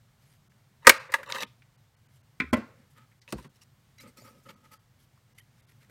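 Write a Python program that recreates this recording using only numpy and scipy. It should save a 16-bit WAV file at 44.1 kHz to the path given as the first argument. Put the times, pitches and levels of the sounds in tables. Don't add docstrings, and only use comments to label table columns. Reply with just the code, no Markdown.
import sys
import numpy as np
from scipy import signal
from scipy.fft import rfft, irfft, dct, next_fast_len
from scipy.io import wavfile
from scipy.ndimage import uniform_filter1d, map_coordinates

SR = 44100
rng = np.random.default_rng(int(sys.argv[2]) if len(sys.argv) > 2 else 0)


def convert_level_to_amplitude(level_db):
    exponent = np.asarray(level_db, float) / 20
    return 10 ** exponent


def wav_record(signal):
    frames = np.transpose(np.atleast_2d(signal))
    bounded = np.clip(frames, -1, 1)
    quanta = np.round(bounded * 32767).astype(np.int16)
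    wavfile.write(sys.argv[1], SR, quanta)


N = 260565


def unit(x):
    return x / np.sqrt(np.mean(x ** 2) + 1e-20)


def peak_one(x):
    return x / np.max(np.abs(x))


def along(points, hz):
    f, v = np.transpose(points)
    return np.interp(np.log(hz + 1), np.log(f + 1), v)


def filtered(x, response):
    m = next_fast_len(x.shape[-1] + 8192)
    return irfft(rfft(x, m) * response(np.fft.rfftfreq(m, 1 / SR)), m)[..., :x.shape[-1]]


def band(f, lo_hz, hi_hz):
    return (1j * f / (lo_hz + 1j * f)) ** 2 / (1 + 1j * f / hi_hz) ** 2


def resonances(peaks):
    def response(f):
        total = 0
        for k, (center, width, db) in enumerate(peaks):
            damping = 1j * f * width
            total = total + (-1) ** k * convert_level_to_amplitude(db) * damping / (center * center - f * f + damping)
        return total
    return response


def noise(size, spectrum):
    return unit(filtered(rng.standard_normal(size), lambda hz: convert_level_to_amplitude(along(spectrum, hz))))


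def wobble(rate):
    return map_coordinates(rng.standard_normal(int(N * rate / SR) + 4), [np.arange(N) * rate / SR])


# f/Hz, level per Hz/dB
HUM_COLOUR = [(12, -52), (22, -23), (44, -10), (70, -12.5), (113, 1), (145, -1.5), (167, -11.5),
              (233, -14.5), (268, -21.5), (407, -24.5), (890, -24.5), (2230, -27.5), (2570, -31.5),
              (2870, -29.5), (15800, -39)]


def hum():
    drift_db = 0.5 * wobble(1.5) + 0.6 * wobble(12)
    return convert_level_to_amplitude(-62.5 + drift_db) * noise(N, HUM_COLOUR)


def patchy(x, depth_db):
    z = signal.stft(x, nperseg=256)[2]
    field = uniform_filter1d(rng.standard_normal(z.shape), size=3, axis=0)
    field = uniform_filter1d(field, size=11, axis=1)
    return signal.istft(z * convert_level_to_amplitude(depth_db * unit(field)), nperseg=256)[1][:N]


def strokes(rows, attack, release):
    gains = np.zeros((3, N))
    for s, length, db, hiss_db, pad_db in rows:
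        at = np.arange(round(s * SR), min(round((s + length) * SR), N))
        u = (at / SR - s) / length
        touch = np.clip(np.minimum(u / attack, (1 - u) / release), 0, 1) ** 2
        gains[:, at] += convert_level_to_amplitude(db + np.array([[0], [hiss_db], [pad_db]])) * touch
    return gains


def rubbing(gains, sheet, hiss, pad, grain_db):
    clumps = convert_level_to_amplitude(2.5 * wobble(60) + grain_db * wobble(400))
    sheet_grain = clumps * rng.standard_normal(N)
    pad_grain = clumps * rng.standard_normal(N)
    layers = [unit(filtered(sheet_grain, lambda f: resonances(sheet)(f) * band(f, 900, 5000))),
              unit(clumps * patchy(noise(N, hiss), depth_db=3.0)),
              unit(filtered(pad_grain, lambda f: resonances(pad)(f) ** 2))]
    return np.sum(gains * layers, axis=0)


# t/s, length/s, sheet level/dB, hiss over sheet/dB, pad over sheet/dB
SLEEVE_STROKES = [(0.148, 0.25, -76, 4.5, -7), (2.085, .105, -86, 12, 1), (2.885, .06, -84, 11, -6),
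                  (2.7, .17, -76, -8, 9), (3.105, .03, -71, -12, -9), (2.966, .02, -82, 11, -4),
                  (4.4, 0.11, -79.5, 12, -3), (4.965, 0.1, -79, 11.5, -4), (5.665, 0.068, -70, 1, -5),
                  (5.545, .09, -73.5, 1, -3), (5.79, 0.07, -67, -4, -4.5)]
# t/s, length/s, sheet level/dB, hiss over sheet/dB, pad over sheet/dB
EDGE_FLICKS = [
    (3.214, 0.034, -72, -10, -24),
    (3.978, 0.052, -59, 1.5, -18),
    (5.378, 0.044, -59, 4.5, -26),
    (5.893, 0.041, -61.5, -1, 1.5),
]
# f/Hz, width/Hz, level/dB
EDGE_BODY = [(830, 330, -16), (1310, 270, 0.5), (2136, 460, 4), (3000, 250, -20)]
# f/Hz, level per Hz/dB
EDGE_HISS = [(1470, -22), (2500, -9), (3130, 2), (3700, -1), (7410, -4), (10400, -2), (11500, 1.5),
             (15800, -18)]
# f/Hz, width/Hz, level/dB
PAD_BODY = [(218, 80, 4.5), (555, 95, 2)]


def sleeve_and_edges():
    gains = strokes(SLEEVE_STROKES, attack=0.38, release=0.15)
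    gains += strokes(EDGE_FLICKS, attack=0.15, release=0.44)
    return rubbing(gains, EDGE_BODY, EDGE_HISS, PAD_BODY, grain_db=2.0)


# t/s, level/dB, f/Hz, t60/s, snap over tick/dB
EDGE_TICKS = [(0.519, -57.5, 1900, 0.025, -11.5), (1.231, -34.5, 1690, 0.05, -10.5),
              (1.2994, -28, 1657, 0.026, -23), (1.3229, -14.5, 3800, 0.008, -20),
              (1.3242, -23, 2300, 0.02, -18), (1.3468, -33, 3800, 0.034, -14.5),
              (1.361, -29, 1800, 0.029, -15), (1.406, -29.5, 3810, 0.02, -10),
              (1.4322, -21, 2870, 0.011, -12), (1.6211, -49, 2242, 0.034, -30),
              (3.2779, -41, 2553, 0.022, -16), (3.217, -50, 4760, 0.07, -30),
              (4.2194, -51.5, 502, 0.032, -7), (5.384, -50.5, 1990, .03, -9),
              (4.4912, -42, 3000, 0.031, -23), (5.176, -56.5, 1100, 0.0199, -9)]
# f/Hz, level per Hz/dB
PAPER_HISS = [(1470, -18), (2500, 0), (2780, -14), (4030, -5), (4320, -3), (4670, -1), (7820, -5.5),
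              (13600, -6), (15800, -16.5)]


def ticks():
    out, t = np.zeros(N + SR), np.arange(SR // 5) / SR
    for s, db, hz, t60, snap_db in EDGE_TICKS:
        fade = convert_level_to_amplitude(-60 * t / max(t60, 2e-3)) * (1 - np.exp(-t / 0.0003))
        puff = fade * rng.standard_normal(len(t))
        puff[9] += 4
        edge = resonances([(hz, 0.7 * hz, 0)])
        tone = filtered(puff, lambda f: edge(f) ** 2 * band(f, 0.1 * hz, 3 * hz))
        snap = fade * noise(len(t), PAPER_HISS)
        out[round(s * SR):][:len(t)] += convert_level_to_amplitude(db) * (peak_one(tone) + convert_level_to_amplitude(snap_db) * peak_one(snap))
    return out[:N]


# t/s, pressure level/dB
SLIDE_PRESSURE = [(1.255, -62), (1.285, -47.5), (1.303, -40), (1.325, -45), (1.338, -47), (1.35, -36),
                  (1.375, -37), (1.39, -38.5), (1.407, -40), (1.432, -40), (1.444, -62)]


def slide():
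    s, db = np.transpose(SLIDE_PRESSURE)
    t = np.arange(N) / SR
    swing_db = np.interp(t, s, db) - db.mean()
    touch = np.clip(np.minimum(t - s[0], s[-1] - t) / 0.005, 0, 1)
    layers_db = np.array([swing_db, -9 + 1.1 * swing_db, -8 + swing_db])
    return touch * convert_level_to_amplitude(db.mean() + layers_db)


# t/s, length/s, sheet level/dB, hiss over sheet/dB, pad over sheet/dB
CARD_DRAGS = [(1.425, 0.049, -52, -22, -5.5), (1.317, .022, -51, -18, 4), (1.226, .02, -64, 4, 10),
              (3.274, .03, -58, -7, -1), (1.385, .07, -56, 4, -16), (3.29, .045, -58, 4, -8),
              (3.522, .08, -76.5, 7.5, -6), (.815, .045, -56.5, -17.5, -12.5), (3.33, 0.15, -66, 4, 2),
              (3.607, 0.037, -66, 8.5, -17)]
# f/Hz, width/Hz, level/dB
CARD_BODY = [(930, 90, 4), (1220, 90, 1), (1800, 150, 0), (2079.5, 82, -5), (2650, 90, -5), (2960, 110, -6),
             (3800, 200, -6)]
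# f/Hz, level per Hz/dB
CARD_HISS = [(1470, -44), (2500, -9), (3460, -14), (3850, -5.5), (4250, -6), (8580, -11.5), (9190, -9),
             (15800, -20)]
# f/Hz, width/Hz, level/dB
CARD_LOW_BODY = [(209, 90, -4), (400, 120, -3), (546, 100, 2)]


def card_dragging():
    gains = slide() + strokes(CARD_DRAGS, attack=0.36, release=0.36)
    return rubbing(gains, CARD_BODY, CARD_HISS, CARD_LOW_BODY, grain_db=3.5)


# f/Hz, level per Hz/dB
CRACK_COLOUR = [(1470, -35.5), (2500, -2), (3380, -6), (4060, 0), (4810, -2), (6650, -5), (8980, -3),
                (10700, -7), (15800, -13.5)]


def blows(events, body, knock_top_hz, ring_low_hz, ring_top_hz, crack_share, soft):
    out, t = np.zeros(N + SR), np.arange(SR // 6) / SR
    low = [peak for peak in body if peak[0] < 700]
    high = [peak for peak in body if peak[0] >= 700]
    top_db = max(row[1] for row in events)
    for s, db, edge_db, low_db, t60 in events:
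        rise = max(soft * 0.0005997 * np.exp(0.06 * (top_db - db)), 1e-4)
        onset = 1 - np.exp(-t / rise)
        force = rng.standard_normal(len(t)) * convert_level_to_amplitude(-60 * t / t60) * onset
        force[round(rise * SR)] += 7 * np.exp(-(rise / 0.0018) ** 2)
        knock = filtered(force, lambda f: resonances(low)(f) * band(f, 41, knock_top_hz))
        ring = filtered(force, lambda f: resonances(high)(f) * band(f, ring_low_hz, ring_top_hz))
        crack_fade = convert_level_to_amplitude(-60 * t / (crack_share * t60)) + 1.7 * convert_level_to_amplitude(-60 * t / 0.0035)
        crack = noise(len(t), CRACK_COLOUR) * onset * crack_fade
        blow = peak_one(ring) + convert_level_to_amplitude(low_db) * peak_one(knock) + convert_level_to_amplitude(edge_db) * peak_one(crack)
        out[round(s * SR):][:len(t)] += convert_level_to_amplitude(db) * blow
    return out[:N]


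# t/s, level/dB, steel over ring/dB, low knock over ring/dB, t60/s
CUT_BLOWS = [
    (.846, -33, -14.5, -10.5, .045),
    (.858, -26, -30, -17.5, .072),
    (.8692, 3, -3.5, -15.5, .012),
    (.8725, 6, -11.5, -12, .014),
    (.8765, 0, -14.5, -12.5, .014),
    (.882, -13, -18, -1, .018),
]
# f/Hz, width/Hz, level/dB
PUNCH_BODY = [(243, 45, -9), (520, 55, 4), (945, 50, -1), (1234, 67, 3.5), (1485.4, 230, -1),
              (1980, 250, 1), (2504, 170, -5), (2900, 320, -18)]


def blade_cut():
    return blows(CUT_BLOWS, PUNCH_BODY, knock_top_hz=710, ring_low_hz=700, ring_top_hz=3000,
                 crack_share=3.6, soft=1.2)


# t/s, level/dB, f/Hz, t60/s
TABLE_SAGS = [
    (0.874, -44.5, 85, 0.12),
    (2.418, -45, 74.04, 0.23),
    (2.538, -44.5, 83, 0.121),
    (3.346, -40, 59.4, 0.12),
]


def table_sag():
    out = np.zeros(N)
    for s, db, hz, t60 in TABLE_SAGS:
        t = np.maximum(np.arange(N) / SR - s, 0)
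        out += convert_level_to_amplitude(db) * peak_one(t * convert_level_to_amplitude(-60 * t / t60) * np.sin(2 * np.pi * hz * t))
    return out


# t/s, level/dB, steel over ring/dB, low knock over ring/dB, t60/s
TRAVEL_BLOWS = [
    (.8845, -15, -14, -18, .03),
    (.888, -18, -10, -14, .015),
]


def lever_travel():
    return blows(TRAVEL_BLOWS, PUNCH_BODY, knock_top_hz=705, ring_low_hz=900, ring_top_hz=2600,
                 crack_share=1.3, soft=2.5)


# t/s, level/dB, steel over ring/dB, low knock over ring/dB, t60/s
STOP_BLOWS = [
    (.8922, -9, -2, -13, .02),
    (.8945, 2, 3, -12, .016),
    (.898, -2.5, -7, -15, .025),
    (.904, -13, -9, -22, .04),
    (.919, -23, -9.5, -6, .013),
]
# f/Hz, width/Hz, level/dB
DIE_BODY = [(234, 110, -20), (560, 63, 2), (960, 110, -7.5), (1200.3, 180, -10), (1550, 270, -4.5),
            (2155, 300, 1.5), (2380, 350, 1), (3050, 1400, -11.5)]


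def lever_stop():
    return blows(STOP_BLOWS, DIE_BODY, knock_top_hz=700, ring_low_hz=700, ring_top_hz=3500,
                 crack_share=1.4, soft=1.1)


# f/Hz, level per Hz/dB
WALL_COLOUR = [(180, -56), (330, -26), (515, 3), (700, -13), (1050, 0), (1700, -1), (2600, -5), (3100, -16),
               (4400, -14), (15000, -44)]


def walls_answer(start_s, level_db, t60_s, rise_s):
    t = np.maximum(np.arange(N) / SR - start_s, 0)
    return convert_level_to_amplitude(level_db - 60 * t / t60_s) * (1 - np.exp(-t / rise_s)) * noise(N, WALL_COLOUR)


# t/s, level/dB, steel over ring/dB, low knock over ring/dB, t60/s
RETURN_BLOWS = [
    (1.088, -41, -19.5, -0.5, 0.11),
    (1.1195, -33.5, -1, -13, 0.028),
    (1.124, -29, -15.5, -20, 0.06),
    (1.1385, -16, -9, -31, 0.011),
    (1.1405, -18, -3, -20, 0.03),
    (1.147, -24, -10, -16, 0.085),
    (1.182, -38, -14, -2, 0.18),
]
# f/Hz, width/Hz, level/dB
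LEVER_BODY = [(228, 21, -12.5), (547, 63, 3.5), (922.3, 130, -1), (1190, 200, -1.5), (1627.6, 126, 3),
              (1955, 270, 2.5), (2882, 610, -10.5), (3780, 405, -12)]


def spring_return():
    return blows(RETURN_BLOWS, LEVER_BODY, knock_top_hz=704, ring_low_hz=806, ring_top_hz=3480,
                 crack_share=1.05, soft=1.5)


def ringing(hits, modes):
    out, t = np.zeros(N + SR), np.arange(SR // 3) / SR
    hz, level, t60 = np.transpose(modes)[:, :, None]
    for s, db, rise in hits:
        chance = rng.standard_normal((2, len(modes), 1))
        fade = convert_level_to_amplitude(level + 0.7 * chance[0] - 60 * t / t60)
        ring = fade * np.sin(2 * np.pi * hz * t + 0.3 * chance[1])
        out[round(s * SR):][:len(t)] += convert_level_to_amplitude(db) * (1 - np.exp(-t / max(rise, 1e-4))) * ring.sum(axis=0)
    return out[:N]


# t/s, level/dB, rise/s
LEVER_HITS = [
    (1.1392, -9, .002),
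]
# f/Hz, level/dB, t60/s
LEVER_MODES = [(554, -22, .08), (915, -14, .08), (1160, -8, .035), (1680, -4, .05), (2008, 0, .028),
               (2654, -19, .045), (2961, -20, .03), (3451, -18, .035), (3849, -20, .04)]


def lever_ringing():
    return ringing(LEVER_HITS, LEVER_MODES)


# t/s, length/s, f/Hz, level/dB
NARROW_TONES = [(1.272, .034, 7200, -47), (1.27, .016, 1150, -40), (1.297, .016, 3800, -38),
                (1.346, .009, 6250, -42), (1.345, .02, 3100, -38), (1.358, .016, 1600, -29),
                (1.378, .018, 1900, -34), (1.39, .014, 2660, -38), (1.399, .024, 3870, -37),
                (1.366, .012, 1000, -35), (1.33, .012, 1200, -37), (3.323, .016, 1250, -37),
                (2.3995, .014, 2250, -21), (3.324, .02, 700, -38), (3.33, .05, 170, -34),
                (3.44, .03, 1800, -54), (3.612, .028, 5600, -58), (2.66, .12, 450, -56), (4, .04, 2300, -53),
                (4.005, .035, 5000, -56), (4.07, .04, 8400, -60), (1.402, .014, 620, -36),
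                (1.414, .014, 2600, -38), (1.43, .008, 2290, -30), (3.278, .016, 2600, -48),
                (3.378, .034, 970, -44), (3.448, .026, 1000, -52), (3.335, .045, 4300, -60),
                (3.612, .026, 2800, -60), (3.21, .035, 2000, -61), (3.978, .03, 2080, -52),
                (3.978, .04, 4700, -57), (3.985, .04, 3950, -56), (3.982, .03, 5650, -57),
                (3.98, .025, 6400, -58), (4.03, .09, 2150, -60), (4.175, .06, 2100, -60),
                (4.18, .03, 5450, -60), (4.205, .04, 4720, -59), (4.21, .05, 7000, -61),
                (4.235, .06, 5500, -62), (4.25, .05, 2200, -60), (4.26, .045, 4700, -61),
                (4.265, .04, 1300, -54), (5.376, .035, 1970, -54), (5.376, .03, 2970, -59),
                (5.376, .03, 4710, -61), (5.376, .03, 5840, -62), (5.376, .03, 7510, -63),
                (5.376, .03, 11200, -58)]


def narrow_tones():
    out, t = np.zeros(N + SR), np.arange(SR // 8) / SR
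    for s, length, hz, db in NARROW_TONES:
        u = t / length
        touch = np.clip(np.minimum(u / 0.25, (1 - u) / 0.75), 0, 1) ** 0.7
        edge = resonances([(hz, 260, 0)])
        sung = filtered(rng.standard_normal(len(t)), lambda f: edge(f) ** 2)
        out[round(s * SR):][:len(t)] += convert_level_to_amplitude(db - 6) * touch * unit(sung)
    return out[:N]


# t/s, length/s, sheet level/dB, hiss over sheet/dB, pad over sheet/dB
HAND_STROKES = [(1.42, .06, -62, -20, 16), (2.94, .15, -62, -14, -9), (3.995, .055, -58, 5, -2),
                (4.02, .1, -59, -13, 4), (4.065, .06, -76, 9, 12), (4.16, .07, -60, 3, 2),
                (4.2, .06, -64, 3, 8), (4.225, .13, -61, -3, 1), (4.3, .14, -70, -5, 6),
                (4.37, .08, -80, 8, 14), (4.44, .31, -71, -7, 5), (4.445, .06, -60, -16, 0),
                (4.625, .09, -65, -8, -4), (4.482, .045, -48, -10, -8), (4.704, .08, -57, -3, -8),
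                (5.893, .04, -57, 1, -10)]
# f/Hz, width/Hz, level/dB
SHEET_BODY = [(876, 12, 3.5), (1271, 34.4, 6.5), (1780, 120, -10.5), (1950, 200, -10), (3000, 1570, -17.5)]


def hand_on_paper():
    gains = strokes(HAND_STROKES, attack=0.2, release=0.52)
    return rubbing(gains, SHEET_BODY, PAPER_HISS, PAD_BODY, grain_db=2.0)


# t/s, level/dB, edge over ring/dB, low knock over ring/dB, t60/s
BOX_BLOWS = [
    (2.4005, -14, -24, -12, 0.039),
    (2.4055, -17.5, -36.5, -16, 0.018),
    (2.416, -24.5, -33, -6.5, 0.043),
    (2.438, -44.5, -19, 11, 0.024),
]
# f/Hz, width/Hz, level/dB
BOX_BODY = [(246.9, 62, 6), (480, 190, -19), (820, 120, -14), (1020, 74, -5), (1486, 120, -5),
            (1694, 95, -4), (2033, 244, 1), (2414, 205, -1), (3262, 820, -20)]


def box_clack():
    return blows(BOX_BLOWS, BOX_BODY, knock_top_hz=350, ring_low_hz=1150, ring_top_hz=3420,
                 crack_share=0.851, soft=1.3)


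# t/s, level/dB, edge over ring/dB, low knock over ring/dB, t60/s
TABLE_BLOWS = [
    (2.528, -25, -10, 0, 0.013),
    (2.532, -20, -5, -1, 0.02),
    (2.5375, -21, -8, -5, 0.021),
    (2.542, -21, -14, -8, 0.025),
    (2.566, -41, -8, 14, 0.09),
    (2.613, -45, -40, -30, 0.05),
]
# f/Hz, width/Hz, level/dB
TABLE_BODY = [(128.8, 140, -8.5), (185, 38, -5.5), (242, 42, 3), (335.4, 240, -6.5), (485, 50, -3),
              (630, 73, -6.5), (780, 90, 2.5), (1024, 62, 7), (1360, 110, 5), (1630, 420, 0),
              (2020, 250, 4.5), (2420, 700, -6.5), (3290, 230, -5)]


def table_thump():
    return blows(TABLE_BLOWS, TABLE_BODY, knock_top_hz=700, ring_low_hz=600, ring_top_hz=3000,
                 crack_share=1.2, soft=1.1)


# t/s, level/dB, rise/s
BOX_HITS = [
    (2.529, -11.5, .003),
    (2.5415, -27, .001),
]
# f/Hz, level/dB, t60/s
BOX_MODES = [(248, 0, .075), (330, -8, .06), (614, -11, .09), (1028, -11, .08), (1330, -9, .06),
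             (1560, -14, .05), (1992, -21, .17), (2089, -19, .1), (2300, -15, .04), (2649, -31, .2),
             (3290, -18, .04), (100, -13, .1)]


def box_ringing():
    return ringing(BOX_HITS, BOX_MODES)


# t/s, level/dB, edge over ring/dB, low knock over ring/dB, t60/s
SCRAP_BLOWS = [
    (3.3238, -27, 0, 2, 0.04),
    (3.38, -45, -12, 3, 0.12),
    (3.443, -49, -5.5, 7, 0.09),
]
# f/Hz, width/Hz, level/dB
SCRAP_BODY = [(143, 19, 3.5), (205, 37, 4), (351, 110, -4), (540, 60, -3), (934, 100, -3), (1350, 440, -1),
              (1900, 2430, -6), (2676, 340, -2.5)]


def scrap_drop():
    return blows(SCRAP_BLOWS, SCRAP_BODY, knock_top_hz=695, ring_low_hz=693, ring_top_hz=4000,
                 crack_share=0.9, soft=1.1)


# f/Hz, t60/s
ROOM_DECAY = [(150, 0.24), (600, 0.22), (1200, 0.36), (2500, 0.24), (5000, 0.28), (9000, 0.28),
              (15000, 0.24)]


def room(x, dull_hz=9000):
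    hz, t, z = signal.stft(rng.standard_normal(SR // 2), SR, nperseg=256)
    dull = 1 / (1 + (hz / dull_hz) ** 2)
    fade = convert_level_to_amplitude(-60 * t / along(ROOM_DECAY, hz)[:, None])
    tail = signal.istft(z * dull[:, None] * fade, SR, nperseg=256)[1]
    return signal.fftconvolve(np.pad(x, (300, 0)), tail / np.linalg.norm(tail))[:N]


def scene():
    punch = blade_cut() + lever_stop() + spring_return()
    clack, thump = box_clack(), table_thump()
    card = card_dragging()
    small = sleeve_and_edges() + ticks() + hand_on_paper() + scrap_drop()
    echo = convert_level_to_amplitude(-27.0) * room(punch) + convert_level_to_amplitude(-17.5) * room(clack)
    echo += convert_level_to_amplitude(-15.5) * room(thump, dull_hz=3000)
    echo += convert_level_to_amplitude(-20.5) * room(small + convert_level_to_amplitude(-12) * card)
    echo += walls_answer(start_s=0.9, level_db=-33, t60_s=0.52, rise_s=0.012)
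    echo += walls_answer(start_s=2.54, level_db=-45.5, t60_s=0.5, rise_s=0.015)
    mix = hum() + small + card + punch + clack + thump + echo
    mix += table_sag() + lever_travel() + lever_ringing() + narrow_tones() + box_ringing()
    return mix[None]


# t/s, lowest f/Hz affected
THIN_MOMENTS = [(.49, 1500), (.99, 3000), (1.093, 3000), (1.285, 4300), (1.46, 2500), (1.77, 3000),
                (1.96, 3000), (2.08, 3000), (2.225, 3000), (2.52, 1500), (3.205, 800), (3.487, 1500),
                (3.995, 1500), (4.553, 2500), (4.785, 2000), (5.342, 1200), (5.408, 1200), (5.617, 2800),
                (5.662, 2800)]


def thin_treble(x):
    size = 1024
    out, taper = x.copy(), np.sin(np.pi * (np.arange(size) + 0.5) / size)
    hz = np.arange(size) * SR / (2 * size)
    for s, low_hz in THIN_MOMENTS:
        start = round(s * SR) - size // 2
        at = slice(start, start + size)
        lines = dct(taper * x[at], type=4, norm="ortho")
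        nearby = np.sqrt(np.abs(uniform_filter1d(lines ** 2, size=60)))
        treble = hz > low_hz
        weak = treble & (np.abs(lines) < 2.3 * nearby * (1 + (hz / 9140) ** 4))
        strong = treble & ~weak
        out[at] -= taper * dct(lines * (weak - 1.0 * strong), type=4, norm="ortho")
    return out


def low_pass(x):
    return signal.sosfilt(signal.butter(12, 15910, fs=SR, output="sos"), x)


def record(dry):
    dip = resonances([(10500, 900, 0)])
    heard = filtered(dry[0], lambda f: (1 - 0.5 * dip(f)) * 1j * f / (30 + 1j * f))
    clipped = heard / (1 + np.abs(heard) ** 12) ** (1 / 12)
    mix = thin_treble(clipped)[None]
    return low_pass(mix)


dry = scene()
out = record(dry)
wav_record(out)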